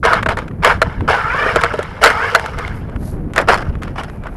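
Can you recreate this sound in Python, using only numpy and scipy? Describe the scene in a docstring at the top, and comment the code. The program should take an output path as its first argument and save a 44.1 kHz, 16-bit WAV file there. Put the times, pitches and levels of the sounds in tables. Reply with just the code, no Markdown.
"""Throttle bursts whine and churn through dry grass at a roadside while wind rumbles on the microphone.
The microphone rides on the chassis of a radio-controlled car, so tyres, gears and blows are all close.
Dense random ticks make the grass, shaft harmonics the gears, ringing modes the knocks, short runs of
cracks the twigs, and shaped noise the wind. Later the car is dragged by hand; a thin whir ends it.
The loudest blows overload the microphone."""
import sys
import numpy as np
from scipy import signal
from scipy.fft import rfft, irfft
from scipy.io import wavfile
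from scipy.ndimage import uniform_filter1d

SR = 44100
rng = np.random.default_rng(int(sys.argv[2]) if len(sys.argv) > 2 else 0)


def log_audio(samples):
    """Write samples as a 16-bit WAV file to the path given in sys.argv[1]."""
    # one column per channel
    frames = np.atleast_2d(samples).T
    # limit to full scale, then quantise
    limited = np.clip(frames, -1, 1)
    pcm = np.round(limited * 32767).astype(np.int16)
    wavfile.write(sys.argv[1], SR, pcm)


N = 192364
TIME = np.arange(N) / SR


def amp(db):
    """Decibels to gain."""
    return 10 ** (np.asarray(db) / 20)


def unit(x):
    """Scales to rms 1."""
    return x / np.sqrt(np.mean(x ** 2) + 1e-20)


def add(mix, s, sound):
    """Mixes a sound in at time s."""
    part = mix[max(round(s * SR), 0):][:len(sound)]
    part += sound[:len(part)]


def colour(x, points):
    """Minimum-phase filter through the (pitch_hz, level_db) points, falling steeply beyond its ends."""
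    size = 8192
    octave = np.log2(abs(np.fft.fftfreq(size, 1 / SR)) + 1)
    hz, db = np.transpose(points)
    at = np.log2(hz)
    octaves_outside = abs(octave - np.clip(octave, at[0], at[-1]))
    level_db = np.interp(octave, at, db) - 24 * octaves_outside
    log_gain = np.log(amp(np.maximum(level_db, -100)))
    # the Hilbert transform of the log gain supplies the phase
    response = np.exp(np.conj(signal.hilbert(log_gain)))
    taps = np.fft.ifft(response).real[:size // 2]
    return signal.oaconvolve(x, taps)[:len(x)]


def drift(hz):
    """Slow random wandering of rms 1, up to about hz changes a second."""
    f = np.fft.rfftfreq(N, 1 / SR)
    spectrum = rfft(rng.standard_normal(N)) * np.exp(-(f / hz) ** 2)
    return unit(irfft(spectrum, N))


def crackle(per_s, spread_db):
    """Random clicks of either sign, most small and a few large, scaled to rms 1."""
    size = amp(spread_db * np.minimum(rng.exponential(1, N), 4))
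    sign = rng.choice([-1, 1], N)
    return unit(size * sign * (rng.random(N) < per_s / SR))


def patchy(x, patchy_db):
    """Every contact has its own pitch: the colour shifts at random from moment to moment; rms 1."""
    z = signal.stft(x, nperseg=512)[2]
    field = uniform_filter1d(rng.standard_normal(z.shape), size=5, axis=0)  # across pitch
    field = uniform_filter1d(field, size=3, axis=1)  # across time
    shifted = signal.istft(z * amp(patchy_db * unit(field)), nperseg=512)[1]
    return unit(shifted[:len(x)])


def low_pass(x, hz):
    """Steep band limit."""
    taps = signal.firwin(301, hz, window=("kaiser", 8), fs=SR)
    return signal.oaconvolve(x, taps, "same")


def bump(s, width):
    """A smooth rise to 1 and fall, centred on time s."""
    return np.exp(-((TIME - s) / width) ** 2)


def swell(t, rise, fall):
    """Grows up to t = 0 and dies away after it."""
    return np.exp(np.minimum(t, 0) / rise - np.maximum(t, 0) / fall)


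def stroke(start, length, rise_s, fall_db_per_s):
    """Attack, hold and release."""
    age = np.maximum(TIME - start, 0)
    attack = 1 - np.exp(-age / rise_s)
    return attack * amp(-fall_db_per_s * np.maximum(age - length, 0))


def strokes(rows, rise_s):
    """Gains of the body and of the crisp stalks over several strokes, each starting fast and dying away."""
    body, crisp = np.zeros((2, N))
    for start, length, db, crisp_db, fall in rows:
        gain = amp(db) * stroke(start, length, rise_s, fall)
        body += gain
        crisp += gain * amp(crisp_db)
    return body, crisp


# gusts on the microphone: time_s, half_width_s, rise_db (over the breeze)
GUSTS = [(0.421, 0.52, 4.5), (1.04, 0.095, 7), (2.78, 0.094, 3.5), (3.27, 0.44, 6), (3.78, 0.378, 3.5)]
# soft swishes, likely the driver's jacket: time_s, half_width_s, level_db
SWISHES = [(2.77, .03, -53.5), (3.073, 0.058, -43.5), (4.13, 0.044, -61), (4.34, 0.046, -62)]
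# spectra of wind rumble, gust buffeting, grass rustle and fine hiss: pitch_hz, relative level_db
WIND = [(20, -1), (50, 0), (90, -1.5), (160, -6), (260, -15.5), (500, -29)]
BUFFET = [(90, -9), (170, 0), (260, -0.5), (450, -9.5), (1100, -42.5)]
RUSTLE = [(450, 4.5), (640, 3.5), (800, 0), (1400, -6.5), (2200, -15), (3000, -24)]
HISS = [(2000, -13), (4000, 11), (8000, 8), (12000, 18)]
BREEZE_DB, BUFFET_DB, RUSTLE_DB, HISS_DB = -28.03, -28, -40.5, -65  # buffeting: at the strongest gust
BUFFET_GROWTH = 1.47  # dB of buffeting for each dB of gust
STIR_S = 0.12  # the grass takes this long to start rustling


def roadside():
    """Lumpy wind on the microphone that brightens in gusts, a faint rustle and a hiss that swells in swishes."""
    gust_db = BREEZE_DB + sum(db * bump(s, width) for s, width, db in GUSTS)
    lumpy_wind = rng.standard_normal(N) * amp(3.3 * drift(31))
    wind = amp(gust_db) * unit(colour(lumpy_wind, WIND))
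    buffet_db = BUFFET_GROWTH * (gust_db - gust_db.max()) + BUFFET_DB
    lumpy_buffet = rng.standard_normal(N) * amp(3.67 * drift(34.5))
    buffet = amp(buffet_db) * unit(colour(lumpy_buffet, BUFFET))
    grass_ticks = crackle(2900, 3.0) * amp(2.5 * drift(27))
    rustle = amp(RUSTLE_DB) * np.minimum(TIME / STIR_S, 1) * unit(colour(grass_ticks, RUSTLE))
    hiss_gain = amp(HISS_DB) + sum(amp(db) * bump(s, width) for s, width, db in SWISHES)
    hiss = hiss_gain * unit(colour(crackle(10700, 5.3), HISS))
    return wind + buffet + rustle + hiss


# bursts of throttle: start_s, bite_s (rise), held_s, bog_s (from start until the tyres bog down),
# churn_db (relative), surge_db (extra), crisp_db (stalks against churn), whine_db, run_out_db_per_s
BURSTS = [(.029, 0.0071, 0.15, 0.14, -11.5, 0, -22, -21.5, 409),
          (0.622, .022, 0.093, 0.14, -10, 2.5, -20, -20, 276),
          (1.076, 0.005, .415, .165, -19.5, 8, -18.5, -20.5, 33.5),
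          (2.011, 0.03, 0.25, 0.14, -21, 16.5, -15, -20, 48)]
FREE_HZ, SAG_HZ, BOG_DB = 600, 175, 7  # the shaft sags as the tyres bog down, and they churn less
SAG_WIDTH = 0.66  # half width of the sag as a share of bog_s
SPIN_DOWN_HZ_PER_S, SLOWEST_HZ = 1700, 400  # off the throttle
WHINE_RISE_S, WHINE_FALL_DB_PER_S = 0.053, 170  # the whine dies this much faster than the run-out
SURGE_AT_S, SURGE_S, SURGE_CRISP_DB = 0.018, 0.1, 0.5  # the tyres tear most just after they bite


def throttle():
    """Each burst surges, bogs down, spins free and runs out: gains of churn, stalks and whine, and shaft speed."""
    body, crisp, whine = np.zeros((3, N))
    hz = np.full(N, float(FREE_HZ))
    for start, bite_s, held, bog_s, db, surge_db, crisp_db, whine_db, fall in BURSTS:
        surge = bump(start + SURGE_AT_S, SURGE_S)
        bog = bump(start + bog_s, SAG_WIDTH * bog_s)
        churning = amp(db + surge_db * surge - BOG_DB * bog) * stroke(start, held, bite_s, fall)
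        body += churning
        crisp += churning * amp(crisp_db + SURGE_CRISP_DB * surge)
        whine += amp(whine_db) * stroke(start, held, WHINE_RISE_S, fall + WHINE_FALL_DB_PER_S)
        off_throttle_s = np.maximum(TIME - start - held, 0)
        speed = FREE_HZ - SAG_HZ * bog - SPIN_DOWN_HZ_PER_S * off_throttle_s
        hz = np.where(TIME > start, np.maximum(speed, SLOWEST_HZ), hz)
    return body, crisp, whine, hz


def gears(hz, wobble=.032, flutter_db=7):
    """Harmonics of the motor shaft, heard through the chassis; the uneven load makes them waver."""
    turns = np.cumsum(hz * (1 + wobble * drift(145))) / SR
    orders_db = [-59.0, -8.0, -7, -15.0, -20.0]  # from the shaft rate upwards
    whine = np.zeros(N)
    for order, db in enumerate(orders_db, 1):
        flutter = amp(db + flutter_db * np.minimum(drift(135), 1))
        whine += flutter * np.sin(2 * np.pi * order * turns)
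    chassis = [(400, -30.5), (1400, -5.0), (1800, -8.0), (2400, -6), (3200, -11.0)]
    return unit(colour(whine, chassis))


# tufts crushed under a rolling tyre or a shoe: start_s, length_s, level_db (relative),
# crisp_db (stalks against body), fall_db_per_s
CRUSHES = [(.289, 0.03, -16.5, -23, 600), (.368, 0.0083, -22, -18, 301), (.82, 0.022, -29.5, -20.5, 68),
           (1.63, 0.029, -28, -39, 302), (2.578, 0.086, -30.5, -21.5, 175)]
# spectra of grass heard through the chassis and of crisp stalks: pitch_hz, relative level_db
CHURN = [(330, -21.5), (470, -0.5), (570, -9.5), (670, -4), (780, -9), (900, -3.5), (1100, -6),
         (1350, -2.5), (1700, -5), (1930, -14), (2170, -8), (2500, -20.5), (3100, -21), (4000, -30)]
STALKS = [(1500, -13), (2900, 12), (3800, -2.5), (5200, 5), (6100, -5.5), (7200, -8), (11800, -11)]


def driving():
    """Tyres tear through grass: dense ticks sound through the chassis, crisp stalks crackle, gears whine."""
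    body, crisp, whine, hz = throttle()
    crushed, crushed_crisp = strokes(CRUSHES, rise_s=0.002)
    clumps = amp(0.66 * drift(120))  # both layers meet the same clumps of grass
    churn = patchy(colour(crackle(3500, 3.8) * clumps, CHURN), patchy_db=3.5)
    stalks = patchy(colour(crackle(2600, 2.9) * clumps, STALKS), patchy_db=1.8)
    grass = (body + crushed) * churn + (crisp + crushed_crisp) * stalks
    return amp(2.0) * grass + whine * gears(hz)


# blows on the chassis: time_s, level_db (relative), tilt_db_per_octave, ring_time (factor)
KNOCKS = [(.052, 8, -1, 0.65), (.133, 5, -0.5, 1.26), (0.2618, -1, -5.5, 1.15), (.288, 2, -4.5, 0.68),
          (0.648, 7, 1.5, 0.7), (0.8183, 10, -2, 0.84), (1.463, -5, -10, 1.6), (1.56, 9, -5.5, 0.88),
          (1.637, 7.5, -2.5, 0.56), (1.739, -1, -7, 0.89), (1.7908, -1, -7.5, 0.74),
          (2.039, 12.5, 6.5, 0.7), (2.06, 12.5, -2, 0.58), (2.075, -1, 6, 1.01), (2.35, 12, -1, 1.07),
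          (3.38, 8.5, -1, 0.36), (3.487, 9.5, -3.5, 0.65), (3.543, -1.5, 2.5, 1.2)]
# ringing modes of the chassis: pitch_hz, relative level_db, t60_s (before the blow's ring_time)
CHASSIS = [(412.5, -4, 0.048), (471.6, -1.5, 0.051), (642.4, 1, 0.084), (942, -14.5, 0.16),
           (1390, 14.5, 0.016), (1423, 0, 0.016), (1660, -0.5, 0.034), (2050, -1, 0.047),
           (2920, -16, 0.037), (3360, -53, 0.026), (4210, -4.5, 0.033), (4800, -5.5, 0.011)]
# spectrum of snapping twigs, also used for loose plastic: pitch_hz, relative level_db
TWIG = [(200, -4.5), (500, -2.5), (1400, 9.5), (2300, 0.5), (3600, -8.5), (5200, -19.5), (7000, -17),
        (12000, -24)]
# the chassis lands again: delay, dB after a 0 dB blow, and dB more for each dB of the blow
REBOUND_S, REBOUND_DB, REBOUND_GROWTH = .008, -12, 1.475


def knocks(scatter_db=0.5, crack_db=-12.0, scrape_s=0.00082, crack_s=0.003):
    """Each blow rings the chassis modes, differently for each spot, under a short clatter of loose plastic."""
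    out = np.zeros(N)
    t = np.arange(-SR // 100, SR // 4) / SR
    after = np.maximum(t, 0)
    hz, mode_db, t60 = np.transpose(CHASSIS)[:, :, None]
    rebounds = [(s + REBOUND_S, REBOUND_DB + REBOUND_GROWTH * db, tilt, ring_time)
                for s, db, tilt, ring_time in KNOCKS]
    for s, db, tilt, ring_time in KNOCKS + rebounds:
        spot, detune, phase = rng.standard_normal((3, len(hz), 1))
        level = amp(mode_db + scatter_db * spot + tilt * np.log2(hz / 1000))
        onset = 1 - np.exp(-after / 0.00019)
        decay = np.exp(-np.log(1000) * after / (t60 * ring_time))
        ringing = np.sin(2 * np.pi * (hz * (1 + 0.036 * detune) * t + phase))
        modes = (level * decay * onset * ringing).sum(0)
        modes /= 2 * np.linalg.norm(level)
        # loose parts scrape just before the full blow lands
        loose_parts = patchy(colour(rng.standard_normal(len(t)), TWIG), patchy_db=3.0)
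        clatter = loose_parts * swell(t, scrape_s, crack_s)
        add(out, s + t[0], amp(db) * (modes + amp(crack_db + tilt) * clatter))
    return amp(3.0) * out


# the larger twigs that snap: time_s, level_db (relative), treble_db (against the middle)
SNAPS = [(0.2287, -2.5, -2), (.2615, 1.5, -35), (.2895, -1, -6), (.372, -7, -2), (0.388, -4.5, -5),
         (0.481, -18, -7), (.511, -21, -30), (1.007, -10, -30), (1.137, -27, -34), (1.613, -5.5, 7),
         (1.829, -14, 16), (2.103, 4, -11), (2.396, -6.5, -2), (2.46, -6.5, 0), (2.588, -8.5, 3),
         (2.678, -12.5, -4), (2.961, -16, -20), (3.336, -17, 21), (3.362, -2, 4), (3.413, -11.5, 16),
         (3.515, -3, -4), (3.752, -17.5, -22), (3.821, -15.5, -5), (3.833, -13, 12), (3.959, -23, -16),
         (3.983, -9.5, -14), (4.036, -15.5, 16), (4.099, -20.5, -1), (4.237, -25, 9), (4.27, -15.5, -8)]
# small stalks that give way at random, levels relative as for the twigs
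STRAYS_PER_S, STRAY_DB, STRAY_SPREAD_DB = 4.1, -35, 4


def snaps(strain_s=0.00085, fibres_s=0.0039, spread_db=6.5):
    """A twig breaks as a quick run of fibre cracks."""
    out = np.zeros(N)
    t = np.arange(-SR // 100, SR // 10) / SR
    stray_times = TIME[rng.random(N) < STRAYS_PER_S / SR]
    strays = [(s, STRAY_DB + STRAY_SPREAD_DB * rng.standard_normal(), 0) for s in stray_times]
    for s, db, treble_db in SNAPS + strays:
        fibres = crackle(6000, spread_db)[:len(t)] * swell(t, strain_s, fibres_s)
        spectrum = [(hz, level + treble_db * hz / (hz + 3000)) for hz, level in TWIG]
        add(out, s + t[0], amp(db) * unit(colour(fibres, spectrum)))
    return amp(-25.0) * out


# pulls through the grass by hand: start_s, length_s, level_db (relative), crisp_db (stalks against
# body, before the rattle's extra gain), fall_db_per_s
PULLS = [(3.346, 0.065, -22.5, -16, 319), (3.474, 0.05, -15.5, -13, 150), (3.815, 0.014, -32, -12, 155),
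         (3.955, 0.079, -31, -9.5, 184), (4.234, 0.048, -37, -22, 493)]
# spectrum of the dull rattle: pitch_hz, relative level_db
RATTLE = [(380, -5.5), (650, -4.5), (1000, -7), (1500, -5.5), (2100, -14), (3500, -30.5)]


def dragging():
    """Pulled by hand with the motor off, the car rattles dully and breaks stalks more sparsely."""
    body, crisp = strokes(PULLS, rise_s=0.0027)
    clumps = amp(4.55 * drift(51))
    rattle = patchy(colour(crackle(1300, 0.81) * clumps, RATTLE), patchy_db=2.0)
    stalks = patchy(colour(crackle(1500, 3.4) * clumps, STALKS), patchy_db=2.2)
    return amp(3.5) * body * rattle + crisp * stalks


def servo(start_s=4.1, hz=2380, db=-54):
    """A thin, wavering whir, likely the steering servo, as the wheels are set down: one unsteady sine."""
    turns = np.cumsum(hz * (1 + .045 * drift(300))) / SR
    gain = amp(db + 4.9 * drift(37.4)) * swell(TIME - start_s, .03, 1)
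    return gain * np.sin(2 * np.pi * turns)


def scene():
    """Everything as it reaches the microphone on the car."""
    return (roadside() + driving() + knocks() + snaps() + dragging() + servo())[None]


BAND_HZ, EDGE_HZ = 11950, 17000  # band limits before and after the overload
KNEE = 7  # higher bends more sharply into the overload


def record(dry):
    """A narrow-band microphone that overloads on the blows, then the band limit."""
    x = low_pass(dry[0], BAND_HZ)
    clipped = x / (1 + abs(x) ** KNEE) ** (1 / KNEE)
    return low_pass(clipped, EDGE_HZ)[None]


dry = scene()
out = record(dry)
log_audio(out)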